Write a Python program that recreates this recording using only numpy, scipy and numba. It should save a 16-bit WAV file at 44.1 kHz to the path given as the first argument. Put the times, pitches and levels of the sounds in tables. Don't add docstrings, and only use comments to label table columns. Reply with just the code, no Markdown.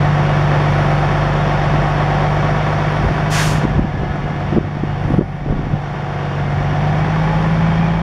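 import sys
import numpy as np
from scipy import signal
from scipy.fft import rfft, irfft
from scipy.io import wavfile
from scipy.ndimage import uniform_filter1d, minimum_filter1d
from numba import njit

SR = 44100
rng = np.random.default_rng(int(sys.argv[2]) if len(sys.argv) > 2 else 0)


def master_out(mix):
    frames = np.transpose(np.atleast_2d(mix))
    ceiling = np.clip(frames, -1, 1)
    pcm = np.round(ceiling * 32767).astype(np.int16)
    wavfile.write(sys.argv[1], SR, pcm)


N = 353682
TIME = np.arange(N) / SR

# (time [s], firing rate [Hz])
ENGINE_SPEED = [(0, 49.15), (.7, 48.95), (1.8, 49.45), (2.2, 49.3), (2.5, 50), (3.1, 50.6), (3.45, 51.05),
                (3.75, 50), (4.2, 48.8), (5.4, 48.85), (6.2, 48.4), (6.45, 47.8), (6.7, 48.8), (7, 51.4),
                (7.25, 53), (7.35, 53.3), (7.6, 54.5), (8.02, 55.4)]
# (time [s], thud [dB], drone [dB], chug [dB], knock [dB], whine [dB], fan howl [dB])
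ENGINE_MIX = [(0, -28, -15.5, -24, -20.5, -37, -28.5), (.7, -28, -15.5, -22.5, -19.5, -32.5, -32),
              (1.1, -25.5, -18, -23, -20, -32.5, -30), (2.2, -26, -18, -23, -20.5, -30, -27),
              (2.9, -28, -20, -24, -21, -42, -32), (3.45, -30, -18, -23, -22.5, -52, -35),
              (3.85, -28, -19, -23, -23.5, -34, -29.5), (4.3, -41, -21, -24.5, -24.5, -39, -30),
              (5.3, -22.5, -17.5, -21, -24.5, -31.5, -29.5), (6.1, -32, -21.5, -24.5, -23.5, -34, -28),
              (6.5, -35, -17, -22.5, -23, -38, -30), (6.9, -30, -16, -21, -22, -37, -26),
              (7.25, -25, -16.5, -21.5, -22, -44, -32.5), (7.8, -26, -14, -21, -23, -44, -30.5),
              (8.02, -22, -17, -22, -26.5, -32, -34)]
# (pitch [x firing rate], relative level [dB])
CHUG_TONES = [(1.5, -17), (2, -8), (2.5, -14.5), (8 / 3, -12.5), (10 / 3, -18.5), (11 / 3, -17),
              (23 / 6, -19.5), (13 / 3, -18.5), (16 / 3, -25.5), (35 / 6, -27)]
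CYLINDER_ACCENTS = [2, 1, 2.5, 1.5, -3, 3]
# (frequency [Hz], relative level [dB])
RUMBLE_EQ = [(15, -18), (35, 1), (70, -5), (120, -2), (180, 6), (240, -12.5), (400, -25.5)]
WASH_EQ = [(200, -9), (900, -12), (2000, -3), (3500, 0), (15500, 0)]
KNOCK_EQ = [(150, -15.5), (230, -4.5), (340, -1), (540, -3.5), (700, -2.5), (1000, -4.5), (1450, -9),
            (1700, -12), (2500, -21), (3500, -26.5), (4300, -32.5), (5700, -39), (8000, -49), (10500, -56),
            (15500, -73.5)]
# (frequency [Hz], width [Hz], relative level [dB])
PANEL_MODES = [(699, 32, -6.5), (1131, 15, -3.5), (1744, 200, -6.5), (2270, 45, -7.5), (3600, 150, -14),
               (5580, 600, -3.5)]
BLOCK_MODES = [(449, 30, -1), (512, 92, -6), (575, 81, -4), (672, 110, -2.5), (940, 200, -9),
               (1112, 42, -0.5), (1310, 220, -4)]
# (pitch [x firing rate], relative level [dB])
GEAR_TONES = [(10, 4.5), (35 / 3, -4), (13, 0), (41 / 3, -4.5), (15, -3.8), (19, -3)]
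TIMING_TONES = [(88 / 3, 0), (44, -3), (176 / 3, -6)]
# (pitch [x firing rate], resonance [Hz], width [Hz], level [dB])
SINGING_TONES = [(16, 851, 9, -22.5), (20.5, 1115, 16, -34), (18, 992, 12, -35)]
# (offset from centre [Hz], relative level [dB])
HOWL_SKIRT = [(20, 2), (50, -7.5), (100, -6.5), (200, -23)]
# (centre time [s], half length [s], level [dB])
WIND_GUSTS = [(1.754, 0.056, -29), (3.062, 0.075, -20.5), (3.684, 0.23, -22), (3.998, 0.054, -18),
              (4.216, 0.16, -20.5), (4.583, 0.12, -19), (4.785, 0.098, -23), (5.13, 0.16, -17.5),
              (5.51, 0.069, -14), (5.674, 0.09, -16), (6.685, 0.19, -25.5)]
# (frequency [Hz], relative level [dB])
WIND_EQ = [(12, -24), (35, 7.5), (90, 1.5), (220, -9), (400, -15.5), (800, -33.5), (2000, -52)]
# (time [s], level [dB], pitch [Hz], half length [cycles], froth share [dB])
STRONG_EDDIES = [(3.073, -8, 99, 1.2, -18), (3.652, 0, 223, 0.56, -24), (3.761, -5.5, 109, 1, -20),
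                 (3.784, -4.5, 110, 0.66, -16), (3.795, 5.5, 190, 0.44, -16), (3.846, -5, 209, 1.3, -21),
                 (4.014, -9, 149, 0.74, -13), (4.034, -2, 250, 0.27, -21), (4.529, -10, 175, 0.92, -9),
                 (4.567, -1.5, 228, .7, -14), (4.576, -5, 264, 0.77, -3), (4.585, 5.5, 250, 0.47, -15.5),
                 (4.77, -5.5, 220, 0.65, -11), (4.836, -3, 225, 0.6, -19), (5.083, -16, 130, 1.2, -8),
                 (5.106, -2, 242, 0.74, -16), (5.139, -3, 170, .8, -10), (5.146, -5, 182, 0.88, -9.5),
                 (5.186, 1.5, 200, .7, -23), (5.192, 9.5, 278, 0.59, -17), (5.212, 3, 260, 0.75, -10),
                 (5.221, -5, 140, 0.82, -3), (5.463, -5, 256, 0.72, -15), (5.487, -6.5, 100, 0.7, -8),
                 (5.508, -5, 119, 1.1, -14), (5.525, -2.5, 220, 0.6, -14), (5.594, -4, 220, 0.45, -19),
                 (5.738, -1, 144, 1.3, -21)]
# (start [s], end [s], level [dB])
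VALVE_LEAKS = [(.65, 1.104, -65), (2.854, 3.274, -66), (4.992, 5.41, -62), (7.17, 7.683, -66)]
# (time [s], level [dB])
TICK_HITS = [(.71, -52), (1.888, -47)]
CLUNK_HITS = [(4.156, -12.5), (4.277, -14)]
# (frequency [Hz], relative level [dB])
TICK_EQ = [(2000, -20), (8000, 0), (15000, -3)]
JET_EQ = [(530, -23), (900, 0.5), (1200, -4), (1670, -0.5), (1910, -5.5), (3220, -8), (3990, -9),
          (4330, -10.5), (6580, -12), (12100, -26), (15500, -38)]
CLUNK_EQ = [(100, -9), (300, 4), (750, 4), (1200, -13), (1700, -10), (2500, -26), (6000, -37)]
# (frequency [Hz], width [Hz], relative level [dB])
FITTING_MODES = [(1300, 64, 3), (1450, 49, 1), (1684, 110, 1), (1740, 120, -6), (2070, 120, -1),
                 (2340, 80, -11)]
MIC_NOTCHES = [3950, 7900]


def undb(db):
    return 10 ** (np.asarray(db) / 20)


def unit(x):
    return x / np.std(x)


def curves(table):
    times, *columns = np.transpose(table)
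    return [np.interp(TIME, times, column) for column in columns]


def noise():
    return rng.standard_normal(N)


def drift(rate_hz):
    hold = int(SR / rate_hz)
    steps = noise()[np.arange(N) // hold]
    return 1.3 * uniform_filter1d(uniform_filter1d(steps, hold), hold)


def swell(centre_s, half_s, power=2):
    return np.exp(-abs((TIME - centre_s) / half_s) ** power)


def colour(x, eq):
    hz, db = np.transpose(eq)
    bins = np.maximum(np.fft.rfftfreq(2 * N, 1 / SR), 1)
    gain = undb(np.interp(np.log(bins), np.log(hz), db)) * np.minimum(1, hz[-1] / bins) ** 4
    return unit(irfft(rfft(x, 2 * N) * gain)[:N])


def ring(x, hz, width):
    return signal.lfilter(*signal.iirpeak(hz, hz / width, fs=SR), x)


def shaken(clatter, modes):
    return unit(sum(undb(db) * ring(ring(clatter, hz, width), hz, width) for hz, width, db in modes))


def tones(firings, partials, waver_db, waver_hz, slip_rad):
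    out = np.zeros(N)
    for order, db in partials:
        level = undb(db + waver_db * drift(waver_hz))
        phase = 2 * np.pi * (order * firings + rng.random()) + slip_rad * drift(waver_hz)
        out += level * np.sin(phase)
    return unit(out)


def strikes(hits, eq, decay_s):
    envelope = np.zeros(N)
    for start, db in hits:
        age = np.maximum(TIME - start, 0) / decay_s
        envelope += undb(db) * np.tanh(10 * age) ** 2 * np.exp(-age)
    return envelope * colour(noise(), eq)


def exhaust(firings, thud_db, drone_db, chug_db):
    thud = tones(firings, [(1, 0)], waver_db=-.5, waver_hz=12, slip_rad=.15)
    drone = tones(firings, [(3, 0)], waver_db=-.22, waver_hz=10, slip_rad=.046)
    chug = tones(firings, CHUG_TONES, waver_db=2.3, waver_hz=6, slip_rad=.17)
    rumble = undb(-6) * colour(noise(), RUMBLE_EQ)
    return undb(thud_db) * thud + undb(drone_db) * drone + undb(chug_db) * (chug + rumble)


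def cylinder_knock(firings, alike=.928, decay_s=.031, crack_s=.003, jitter_s=.00006, scatter_db=1.16):
    starts = np.interp(np.arange(.35, firings[-1]), firings, np.arange(N))
    t = TIME[:4096]
    voices = rng.standard_normal((len(CYLINDER_ACCENTS), len(t)))
    envelope = np.exp(-t / decay_s) + .33 * np.exp(-t / crack_s)
    knocks = np.zeros(N + 2 * len(t))
    for k, start in enumerate(starts):
        cylinder = k % len(CYLINDER_ACCENTS)
        at = max(0, int(start + jitter_s * SR * rng.standard_normal()))
        accent = undb(CYLINDER_ACCENTS[cylinder] + scatter_db * rng.standard_normal())
        rattle = np.sqrt(alike) * voices[cylinder] + np.sqrt(1 - alike) * rng.standard_normal(len(t))
        knocks[at:at + len(t)] += accent * envelope * rattle
    wash = undb(3) * colour(noise(), WASH_EQ)
    shake = housing(unit(knocks[:N]) + wash)
    panels = sum(undb(db) * ring(shake, hz, width) for hz, width, db in PANEL_MODES)
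    return colour(shake + panels, KNOCK_EQ)


def housing(dry, decay_s=.017, wet_db=-14):
    t = TIME[:4096]
    response = rng.standard_normal(len(t)) * np.exp(-t / decay_s)
    tail = signal.fftconvolve(dry, response / np.linalg.norm(response))[:N]
    return unit(dry + undb(wet_db) * tail)


def block_growl(clatter):
    return undb(-33.5) * swell(centre_s=1.46, half_s=1.52, power=4.2) * shaken(clatter, BLOCK_MODES)


def intake_rasp(firing_hz, final_db=-39, db_per_hz=1):
    air = colour(noise(), [(600, -38.5), (2300, 3.5), (3100, -3.5), (4300, -9.5)])
    pipe = undb(17) * (ring(air, 2280, 35) + ring(air, 3180, 45))
    return undb(final_db + db_per_hz * (firing_hz - firing_hz[-1])) * unit(air + pipe)


def gear_whine(firing_hz, firings, whine_db):
    whine = undb(whine_db) * tones(firings, [(16, 0)], waver_db=5, waver_hz=8.8, slip_rad=.046)
    singing = np.zeros(N)
    for order, centre, width, db in SINGING_TONES:
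        in_tune = np.exp(-((order * firing_hz - centre) / width) ** 2)
        singing += undb(db) * in_tune * np.sin(2 * np.pi * order * firings)
    lesser = undb(-34.5) * tones(firings, GEAR_TONES, waver_db=-1.5, waver_hz=6.1, slip_rad=.13)
    timing_db = -43.5 - .6 * (firing_hz - firing_hz[0])
    timing = undb(timing_db) * tones(firings, TIMING_TONES, waver_db=5.5, waver_hz=15, slip_rad=.25)
    return whine + singing + lesser + timing


def fan_howl(firings, order=15, turbulence_db=-5, size=4096):
    cylinders = len(CYLINDER_ACCENTS)
    bin_orders = np.arange(size // 2 + 1) / cylinders
    offset_hz = abs(bin_orders - order) * ENGINE_SPEED[0][1]
    gain = undb(np.interp(offset_hz, *np.transpose(HOWL_SKIRT), right=-np.inf))
    pattern = irfft(gain * np.exp(2j * np.pi * rng.random(len(gain))))
    looped = np.interp(firings / cylinders % 1 * size, np.arange(size), pattern)
    phase = 2 * np.pi * order * firings
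    turbulence = sum(colour(noise(), HOWL_SKIRT) * wave(phase) for wave in (np.cos, np.sin))
    return unit(unit(looped) + undb(turbulence_db) * unit(turbulence))


def wind_buffet(breeze_db=-39.5, gustiness_db=4, small_per_s=50, steepen=.19):
    flow = undb(breeze_db) + sum(undb(db) * swell(centre, half) for centre, half, db in WIND_GUSTS)
    froth = colour(noise(), [(100, -12), (300, -.5), (550, -4.5), (800, -17), (1200, -20.5), (3000, -63)])
    out = flow * undb(gustiness_db * (drift(45) - .5)) * colour(noise(), WIND_EQ)
    eddies = [(at, undb(db), hz, cycles, froth_db) for at, db, hz, cycles, froth_db in STRONG_EDDIES]
    for when, size, pitch in rng.random((int(small_per_s * N / SR), 3)):
        push = flow[int(when * N)] * undb(2) * 2 * size
        hz = 210 * 2 ** (.77 * (2 * pitch - 1))
        eddies.append((when * N / SR, push, hz, 1, -16))
    for at, push, hz, cycles, froth_db in eddies:
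        near = slice(*np.searchsorted(TIME, [at - 3 * cycles / hz, at + 3 * cycles / hz]))
        turns = (TIME[near] - at) * hz
        swing = np.sin(2 * np.pi * (turns + steepen * turns ** 2 / cycles))
        out[near] += push * np.exp(-(turns / cycles) ** 2) * (swing + undb(froth_db) * froth[near])
    return out


def valve_leaks():
    opening = np.zeros(N)
    for start, end, db in VALVE_LEAKS:
        arch = 4 * (TIME - start) * (end - TIME) / (end - start) ** 2
        opening += undb(db) * np.sqrt(np.clip(arch, 0, 1))
    hiss = ring(ring(noise(), 9900, 2200), 9900, 2200)
    sizzle = undb(-14) * ring(noise(), 12700, 1200)
    return opening * unit(hiss + sizzle)


def ticks():
    return strikes(TICK_HITS, TICK_EQ, decay_s=.002)


def air_brake(start_s=3.299, attack_s=.022, flutter_db=.6):
    jet = colour(noise(), JET_EQ)
    body = signal.sosfilt(signal.butter(1, 4000, fs=SR, output="sos"), jet)
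    valve = 1 - np.exp(-np.maximum(TIME - start_s, 0) / attack_s)
    flutter = undb(flutter_db * drift(80))
    chuff_db = 10 * swell(start_s + .082, half_s=.059)
    body_gain = undb(-27.5 + chuff_db) * swell(start_s, half_s=.32, power=3.4)
    treble_gain = undb(-18) * swell(start_s, half_s=.23, power=3.4)
    return valve * flutter * (body_gain * body + treble_gain * (jet - body))


def fitting_rattle(clatter):
    envelope = undb(-37 + 1.8 * drift(21)) * swell(centre_s=4.03, half_s=.36, power=3.6)
    return envelope * shaken(clatter, FITTING_MODES)


def chassis_clunks():
    return strikes(CLUNK_HITS, CLUNK_EQ, decay_s=.0048)


@njit
def peak_hold(x, fall):
    out, held = np.empty(len(x)), 0.
    for i in range(len(x)):
        held = max(abs(x[i]), held * fall)
        out[i] = held
    return out


def scene():
    firing_hz, = curves(ENGINE_SPEED)
    thud_db, drone_db, chug_db, knock_db, whine_db, howl_db = curves(ENGINE_MIX)
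    firings = np.cumsum(firing_hz) / SR
    engine = exhaust(firings, thud_db, drone_db, chug_db)
    clatter = cylinder_knock(firings)
    engine += undb(knock_db) * clatter + block_growl(clatter) + intake_rasp(firing_hz)
    engine += fitting_rattle(clatter)
    engine += gear_whine(firing_hz, firings, whine_db) + undb(howl_db) * fan_howl(firings)
    return (engine + air_brake() + valve_leaks() + wind_buffet() + chassis_clunks() + ticks())[None]


def record(dry, threshold_db=-1.33, release_s=.87, fade_s=.004, top_hz=15700):
    over_db = np.maximum(20 * np.log10(abs(dry[0]) + 1e-9) - threshold_db, 0)
    duck_db = peak_hold(over_db, float(np.exp(-1 / (release_s * SR))))
    out = dry * uniform_filter1d(minimum_filter1d(undb(-duck_db), size=128), size=128)
    for hz in MIC_NOTCHES:
        out = signal.lfilter(*signal.iirnotch(hz, hz / 260, fs=SR), out)
    out *= np.minimum(1, np.minimum(TIME, TIME[-1] - TIME) / fade_s)
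    return signal.sosfilt(signal.ellip(10, .2, 80, top_hz, fs=SR, output="sos"), out)


dry = scene()
out = record(dry)
master_out(out)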